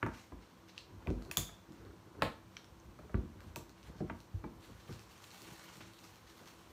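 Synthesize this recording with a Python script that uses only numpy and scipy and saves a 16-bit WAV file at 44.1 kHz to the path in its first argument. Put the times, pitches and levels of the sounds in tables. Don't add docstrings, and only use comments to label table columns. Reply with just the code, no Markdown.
import sys
import numpy as np
from scipy import signal
from scipy.fft import irfft
from scipy.io import wavfile

SR = 44100
rng = np.random.default_rng(int(sys.argv[2]) if len(sys.argv) > 2 else 0)


def generate_wav(signal):
    frames = np.transpose(np.atleast_2d(signal))
    scaled = np.clip(frames, -1, 1) * 32767
    pcm = np.round(scaled).astype(np.int16)
    wavfile.write(sys.argv[1], SR, pcm)


def boost(x):
    u = np.asarray(x, float) / 20
    return 10 ** u


N = 296383


def at_hz(points, hz):
    point_hz, point_db = np.transpose(points)
    return np.interp(np.log(hz), np.log(point_hz), point_db)


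def rms_one(x):
    return x / np.sqrt(np.mean(x ** 2) + 1e-20)


def filtered(x, order, hz, kind):
    return signal.sosfilt(signal.butter(order, hz, kind, fs=SR, output="sos"), x)


def drift(rate):
    r = np.exp(-80 * np.pi * rate / SR)
    noise = rng.standard_normal(N // 40 + 2002)
    slow = signal.lfilter([1], [1, -2 * r, r * r], noise)[2000:]
    return np.interp(np.arange(N) / 40, np.arange(len(slow)), rms_one(slow))


def bands(pair):
    edges = 25 * 2 ** np.arange(0, 9.6, .5)
    for k, (low, high) in enumerate(zip(edges, edges[1:])):
        yield np.sqrt(low * high), filtered(pair[k % 2], 2, [low, high], "band")


def coloured(source, spectrum, patchy_db, rate):
    together = drift(rate / 2)
    out = np.zeros(N)
    for hz, band in bands(source):
        flicker_db = patchy_db * (together + drift(rate))
        out += boost(at_hz(spectrum, hz) + flicker_db) * band
    return rms_one(out)


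def struck(modes, t60, rise_s, spread):
    t = np.arange(int(.3 * SR))[:, None] / SR
    hz, db = np.transpose(modes)
    strength_luck, pitch_luck, phase_luck = rng.standard_normal((3, len(hz)))
    waves = np.sin(2 * np.pi * hz * (1 + spread * pitch_luck) * t + 0.25 * phase_luck)
    rings = (boost(db + 2.03 * strength_luck) * waves).sum(axis=1)
    t = t[:, 0]
    sound = rings * boost(-60 * t / max(t60, .003)) * (1 - np.exp(-t / rise_s))
    return sound / np.abs(sound).max()


def crack(colour, length_s):
    bins, luck = np.arange(513), rng.random(33)
    late_s = length_s * np.interp(bins, bins[::16], luck)
    patchy_db = 14 * (np.interp(bins, bins[::16], luck[::-1]) - .5)
    strength = boost(at_hz(colour, np.maximum(bins, 1) * SR / 1024) + patchy_db)
    phase = 2 * np.pi * np.cumsum(late_s + .0015) * SR / 1024
    return irfft(strength * np.exp(-1j * phase))


def strokes(rows, rise_db_per_s, fall_db_per_s):
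    t = np.arange(0, N + 64, 64)[:, None] / SR
    s, hold_s, *levels = np.transpose(rows)
    loss = rise_db_per_s * np.maximum(s - t, 0) + fall_db_per_s * np.maximum(t - s - hold_s, 0)
    return np.array([np.interp(np.arange(N) / SR, t[:, 0], (db - loss).max(axis=1)) for db in levels])


def add(track, s, sound):
    i = int(s * SR)
    track[i:i + len(sound)] += sound[:len(track) - i]


# pitch_hz, level_db
HOUSE_COLOUR = [(18, -37), (30, 0.5), (95, -4), (280, -4), (328, -9.5), (415, -3), (760, -12.5),
                (1010, -8.5), (1760, -17), (4300, -21.5), (4910, -21), (6720, -25), (10500, -31.5),
                (14400, -14), (16000, -44)]
# pitch_hz, width_hz, level_db
AIR_DUCTS = [
    (104, 11, -70),
    (184, 2.9, -71.5),
    (244, 7.9, -77.5),
    (332, 2.5, -68),
    (990, 210, -72.5),
]


def house():
    hum_db = -63.5
    out = boost(hum_db) * coloured(rng.standard_normal((2, N)), HOUSE_COLOUR, patchy_db=0.4, rate=1)
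    for hz, width_hz, db in AIR_DUCTS:
        r = np.exp(-np.pi * width_hz / SR)
        resonance = [1, -2 * r * np.cos(2 * np.pi * hz / SR), r * r]
        out += boost(db) * rms_one(signal.lfilter([1, 0, -1], resonance, rng.standard_normal(N)))
    return out


# pitch_hz, level_db (per Hz)
RUSTLE_COLOUR = [(290, -6), (500, -16), (795, -3), (960, -2.5), (1790, -4), (2540, -5.5), (6140, -9.5),
                 (10400, -17), (13600, -7), (16000, -21.5)]
# start_s, hold_s, rustle_db, sheen_db (above 6 kHz)
CLOTH_PLUCKS = [(0.14, 0.11, -66, -76), (0.424, 0.0066, -66.5, -92), (0.5, 0.15, -74, -98),
                (0.69, 0.0034, -64.5, -83), (0.76, 0.016, -66, -83), (1.02, .06, -73, -82),
                (1.222, 0.024, -73, -79), (1.55, 0.016, -67.5, -75), (1.716, 0.073, -72, -89),
                (2.544, 0.0038, -66, -75), (3.42, 0.077, -75, -85), (3.78, .11, -68, -79.5),
                (3.966, 0.031, -68, -81), (4.08, .005, -70, -79), (4.17, 0.017, -71, -74),
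                (4.36, .02, -85, -79), (4.62, .02, -63.5, -72.5), (5.77, .005, -66, -62.5),
                (5.81, 0.019, -58, -70), (5.99, .005, -63, -70), (6.07, 0.035, -62, -68),
                (6.38, 0.0096, -62.5, -69), (6.47, 0.024, -61.5, -68)]
# time_s, effort_db
BAG_LIFTING = [
    (4.5, -99),
    (4.64, -69),
    (5.14, -65.5),
    (5.24, -60),
    (5.67, -59.5),
    (5.88, -65),
    (5.98, -66.5),
    (6.21, -65),
    (6.72, -68),
]


def cloth_rustle():
    chance = rng.random((2, N))
    grains_per_s = 4500 * boost(4.5 * drift(40))
    slips = chance < grains_per_s / SR
    grains = slips * rng.standard_normal((2, N))
    grains *= boost(1.44 * np.minimum(rng.exponential(1, (2, N)), 5))
    fibres = coloured(grains + 1e-18, RUSTLE_COLOUR, patchy_db=2.0, rate=16.4)
    lift_db = np.interp(np.arange(N) / SR, *np.transpose(BAG_LIFTING))
    pluck_db = strokes(CLOTH_PLUCKS, rise_db_per_s=380, fall_db_per_s=346)
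    body_gain, sheen_gain = boost(np.maximum(pluck_db, [lift_db, lift_db - 8]))
    body = rms_one(filtered(fibres, 3, 6000, "low"))
    sheen = rms_one(filtered(fibres, 3, 6000, "high"))
    return body_gain * body + sheen_gain * sheen


# pitch_hz, level_db (per Hz)
SCRAPE_COLOUR = [(76, -16), (130, 2), (289, -4), (325, 0.5), (723, -16.5), (1220, -11.5), (2000, -31),
                 (2600, -70), (4400, -120)]
# pitch_hz, level_db (per Hz)
RUMBLE_COLOUR = [(30, -43), (50, 18.5), (90, 9), (125, 6), (200, -35.5)]
# start_s, hold_s, rumble_db, scrape_db
BAG_DRAGS = [(0.4, 0.009, -69, -73), (0.56, 0.074, -67, -72), (0.9, 0.098, -62, -59),
             (1.06, 0.027, -67, -46.5), (1.2, 0.1, -58, -53), (1.5, 0.0068, -61, -48.5),
             (1.6, .01, -64, -70), (1.7, 0.21, -61.5, -64), (2.19, 0.028, -54, -43.5),
             (2.45, 0.0078, -55, -87), (2.72, .01, -59.5, -90), (2.846, 0.0076, -55.5, -84),
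             (3.0, 0.15, -60, -60.5), (3.3, .06, -59.5, -65.5), (3.45, .04, -57, -52),
             (3.68, 0.016, -63, -59), (3.88, 0.12, -64, -55.5), (4.15, 0.041, -57, -63),
             (4.33, 0.0081, -59, -75), (4.55, 0.022, -57, -62), (4.69, 0.0089, -66, -68),
             (4.866, .01, -70, -66), (5.0, 0.0055, -60.5, -59), (5.53, 0.0082, -67, -53),
             (5.632, 0.06, -70, -72), (5.818, 0.019, -77, -55), (6.11, 0.0088, -71, -59),
             (6.24, .01, -63, -77), (6.45, 0.015, -78, -53.5), (6.7, .02, -59, -58.5)]


def bag_rub():
    lean = (0.82, 4.1, -66, -99)
    rumble_gain, scrape_gain = boost(strokes(BAG_DRAGS + [lean], rise_db_per_s=178, fall_db_per_s=173))
    scrape = coloured(rng.standard_normal((2, N)), SCRAPE_COLOUR, patchy_db=5.5, rate=22.7)
    rumble = coloured(rng.standard_normal((2, N)), RUMBLE_COLOUR, patchy_db=2, rate=6)
    return scrape_gain * scrape + rumble_gain * rumble


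# start_s, peak_db, deep_pitch_hz, panel_db, panel_pitch_hz (strongest)
TABLE_THUDS = [(0.03, -31.5, 114, -31.5, 244), (0.061, -40.5, 111.5, -38, 262),
               (0.318, -43, 73.6, -45.5, 263), (1.077, -27, 85.4, -32, 158), (1.103, -26.5, 75, -27.5, 249),
               (1.159, -36, 68, -40, 249), (1.376, -34, 96, -35.5, 156), (1.449, -55, 53, -56, 164),
               (1.684, -62, 45.8, -47, 336), (2.223, -35, 97.6, -29, 513), (2.985, -60, 87.5, -52.5, 156),
               (3.144, -20, 106, -26.5, 200), (3.178, -33.5, 63, -37, 216), (3.222, -44, 81, -43.5, 148.5),
               (3.561, -49, 89, -43, 131), (4.006, -42, 106, -33, 157), (4.096, -45, 90, -39, 244),
               (4.341, -29, 93, -50.5, 132), (4.438, -44, 45.8, -38.5, 278), (4.89, -43.5, 109, -40, 139)]
# start_s, peak_db, deep_pitch_hz
FOREARM_NUDGES = [
    (0.928, -46.5, 95.5),
    (1.838, -50, 93),
    (2.852, -51.5, 94.4),
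    (3.348, -47.5, 95),
    (3.436, -46, 110.4),
    (4.678, -50, 112.4),
    (5.796, -52, 109.7),
]
# pitch_hz, level_db
PANEL_MODES = [(142, 2.5), (190, 3), (232, 1), (296, 1), (362, 0.5), (480, -6)]


def table():
    out = np.zeros(N)
    nudges = [(s, db, hz, db - 6, 218) for s, db, hz in FOREARM_NUDGES]
    for s, db, hz, panel_db, panel_hz in sorted(TABLE_THUDS + nudges):
        t60 = 0.1 * boost(-0.48 * (db + 36))
        boom = [(hz, 0), (55, -4), (hz * 0.768, -6)]
        add(out, s, boost(db + 1.0) * struck(boom, 1.64 * t60, rise_s=0.0069, spread=0))
        panels = PANEL_MODES + [(panel_hz, 3.5)]
        add(out, s, boost(panel_db + 2.5) * struck(panels, t60, rise_s=0.0051, spread=0.015))
    return out


# start_s, peak_db, pitch_hz (strongest), upper_db (higher modes)
HANDLE_KNOCKS = [(0.028, -38, 935, -35), (0.0632, -39, 900, -41.5), (0.32, -50.5, 1002, -57.5),
                 (1.073, -46.5, 955, -54.5), (1.102, -45, 575, -58), (1.22, -60, 680, -63),
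                 (1.314, -50.5, 953, -62), (1.3705, -40.5, 997, -43), (1.49, -57.5, 697, -54.5),
                 (2.221, -27, 891, -28), (2.567, -74, 786, -58), (2.989, -54, 600, -57.5),
                 (3.095, -54, 615, -60.5), (3.143, -46.5, 944, -47), (3.405, -79, 980, -61),
                 (3.561, -44.5, 942, -52.5), (4.005, -42.5, 596, -60), (4.098, -42.5, 922, -44),
                 (4.44, -45.5, 870, -51.5), (4.89, -56, 1213, -65), (5.805, -57, 864, -68)]
# pitch_hz, level_db
HANDLE_MODES = [(1281, -6.5), (1609, -9), (1940, -12.5), (1396, -26), (1750, -13.5), (2365, -15)]


def handles():
    out = np.zeros(N)
    t60 = 0.048
    crack_colour = [(500, 2), (1200, 40.5), (2300, 27.5), (4500, -16), (9000, -53)]  # (Hz, dB)
    for s, db, hz, upper_db in HANDLE_KNOCKS:
        contact_s = 1.6 / hz
        body = [(hz, 0), (hz * 0.706, -4), (hz * 1.217, -6), (hz * 0.642, -7)]
        add(out, s, boost(db + 6.0) * struck(body, t60, contact_s, spread=0))
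        add(out, s, boost(upper_db + 4.0) * struck(HANDLE_MODES, 0.86 * t60, 0.73 * contact_s, spread=0.028))
        add(out, s - .001, boost(upper_db) * crack(crack_colour, length_s=0.001))
    return out


# start_s, level_db, lowest_hz, highest_hz, t60_s (time to fall 60 dB)
BLADE_CHATTER = [(0.017, -57, 900, 1700, .3), (0.781, -67, 2000, 6000, .15), (1.33, -58, 2300, 2800, .2),
                 (1.378, -52, 8000, 14500, .2), (1.377, -48, 3350, 3650, .5), (1.378, -51, 6300, 7000, .3),
                 (1.376, -52, 1800, 2700, .3), (1.376, -52, 420, 680, .3), (2.212, -58, 1000, 3000, .2),
                 (2.225, -46, 2500, 4560, .32), (2.226, -44, 600, 950, .2), (2.571, -62, 900, 4600, 0.22),
                 (3.147, -68, 2800, 4600, .2), (3.563, -65, 5200, 10500, .2), (4.087, -61, 1000, 1600, .2),
                 (5.805, -56, 1200, 4100, .2), (2.224, -43, 1750, 2600, .25), (1.064, -47, 350, 750, .12),
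                 (4.0985, -52, 1800, 3300, .06), (5.305, -58, 2000, 7500, .1), (5.24, -58, 2300, 4200, .06),
                 (3.17, -44, 220, 330, .25)]


def chatter():
    out = np.zeros(N)
    t = np.arange(int(.3 * SR)) / SR
    touches_per_s = 6000
    for s, db, low_hz, high_hz, t60 in BLADE_CHATTER:
        touches = (rng.random(len(t)) < touches_per_s / SR) * rng.standard_normal(len(t))
        rung = filtered(touches + 1e-18, 4, [low_hz, high_hz], "band")
        add(out, s, boost(db - 60 * t / t60) * rms_one(rung))
    return out


# start_s, level_db, top_treble_db
BLADE_TICKS = [(0.6855, -64, -70), (0.7524, -67, -84), (1.2232, -62, -71), (1.25, -61, -68),
               (1.721, -60.5, -76), (1.85, -67, -80), (2.0083, -82, -82), (2.644, -58, -72),
               (2.9891, -75, -73), (3.405, -58.5, -74), (3.47, -64, -78), (3.694, -61, -69),
               (3.8293, -61, -79), (4.2032, -59.5, -69), (4.4423, -75, -82), (4.7316, -70, -89),
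               (4.9261, -55.5, -66), (5.241, -53.5, -65), (5.314, -58, -68), (5.4183, -56, -60),
               (4.9934, -58, -68), (5.1782, -60, -71), (5.3786, -58, -68), (5.7694, -57.5, -67),
               (5.935, -63, -70), (6.1575, -62, -71), (6.4573, -63, -70), (6.4755, -57.5, -68),
               (5.9894, -57, -68), (6.041, -59, -67)]
# start_s, ring_db, ring_pitch_hz, crack_db, top_treble_db
BLADE_SNAPS = [(0.029, -33, 2100, -64, -66), (0.0635, -51, 2320, -62, -62.5),
               (0.7786, -40, 2820, -45.5, -70), (1.0714, -43, 2430, -61, -69),
               (1.103, -52, 2640, -55.5, -74), (1.3128, -29.5, 2560, -49, -44),
               (1.3709, -24, 3470, -33, -30), (2.2214, -26.5, 2590, -49.5, -48.5),
               (2.5678, -40.5, 2330, -55, -73), (3.143, -47.5, 2400, -78, -90),
               (3.5593, -41.5, 2550, -47.5, -48), (4.0985, -46.5, 2400, -76, -90),
               (5.8054, -57, 2600, -72, -84)]
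CRACK_PITCHES = [2700, 4200, 7000, 12000]
# start_s, pitch_hz, peak_db, t60_s
# (time to fall 60 dB)
FREE_RINGS = [(1.3712, 6780, -24, 0.006), (1.3714, 13200, -27, 0.004), (1.3722, 3660, -42, 0.0075),
              (3.56, 9500, -56, 0.03), (3.5596, 4500, -45.5, .004), (3.1435, 1540, -38, .005),
              (2.644, 1500, -52, .005), (2.644, 4400, -57, .005), (2.8, 6300, -54, .004),
              (1.3126, 3700, -45, .005), (1.3126, 8800, -46, .006), (0.779, 4300, -43, .006),
              (1.3126, 5500, -39.5, 0.008), (2.2216, 4600, -29.5, 0.0021), (2.2225, 3800, -33.5, 0.0054),
              (5.427, 14000, -53, .005), (2.568, 3270, -42.5, 0.0077), (2.5682, 5700, -45, 0.0064),
              (0.032, 1580, -29.5, 0.0065), (4.0988, 1390, -31.5, 0.0052)]


def blades():
    rings, cracks = np.zeros((2, N))
    ticks = [(s, db - 2.5, 2600, db, top_db) for s, db, top_db in BLADE_TICKS]
    for s, db, hz, low_db, top_db in sorted(BLADE_SNAPS + ticks):
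        add(rings, s, boost(db + 0.5) * struck([(hz, 0)], t60=0.011, rise_s=0.00042, spread=0))
        middle_db = low_db + 0.48 * (top_db - low_db)
        levels = [db + 24.5, low_db + 31.0, middle_db + 27, top_db + 23.0]
        colour = [(700, db - 8), (1700, db + 17), *zip(CRACK_PITCHES, levels)]
        add(cracks, s - .001, crack(colour, length_s=.001))
    for s, hz, db, t60 in FREE_RINGS:
        add(rings, s, boost(db + 0.5) * struck([(hz, 0)], t60, rise_s=0.0005, spread=0))
    return rings, cracks


# pitch_hz, t60_s (time to fall 60 dB)
ROOM_DECAY = [(60, .25), (250, .3), (1000, .33), (4000, .38), (7000, .32), (13000, .26)]
# pitch_hz, level_db
ROOM_STRENGTH = [(70, -8), (250, 2), (1500, -4), (4000, -3), (8000, 2.5), (14000, 0)]


def room(x):
    t = np.arange(int(.6 * SR)) / SR
    response = np.zeros(len(t))
    for hz, band in bands(rng.standard_normal((2, len(t)))):
        t60 = at_hz(ROOM_DECAY, hz)
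        even_energy = np.sqrt(np.log(1e6) / t60 / SR)
        response += band * boost(at_hz(ROOM_STRENGTH, hz) - 60 * t / t60) * even_energy
    response *= np.clip((t - .005) / .004, .3, 1)
    echo_s, echo_db, echo_hz = .0072, -4.5, 5500
    echo = boost(echo_db) * (np.arange(len(t)) == int(echo_s * SR))
    response += signal.lfilter(*signal.butter(2, echo_hz, "high", fs=SR), echo)
    response[0] = 1
    return signal.fftconvolve(x, response)[:N]


def scene():
    rustle, rub = cloth_rustle(), bag_rub()
    knocks, thuds = handles(), table()
    rings, cracks = blades()
    ring_share = .35
    airborne = room(cracks + ring_share * rings + 0.8 * knocks + 0.63 * thuds + 1.043 * rustle)
    direct = (1 - ring_share) * rings + 0.14 * knocks + 0.28 * thuds
    return (airborne + direct + rub + house() + chatter())[None]


def roll_off(x):
    return signal.sosfilt(signal.butter(12, 16850, fs=SR, output="sos"), x)


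# pitch_hz, width_hz, depth (0 to 1)
MIC_DIPS = [
    (4940, 380, 0.35),
    (10470, 2200, 0.34),
]


def record(dry):
    x = filtered(dry, 6, 49, "high")
    for hz, width_hz, depth in MIC_DIPS:
        x = x - depth * signal.lfilter(*signal.iirpeak(hz, hz / width_hz, fs=SR), x)
    mix = signal.sosfilt(signal.cheby2(12, 60, 16250, fs=SR, output="sos"), x)
    return roll_off(mix)


dry = scene()
out = record(dry)
generate_wav(out)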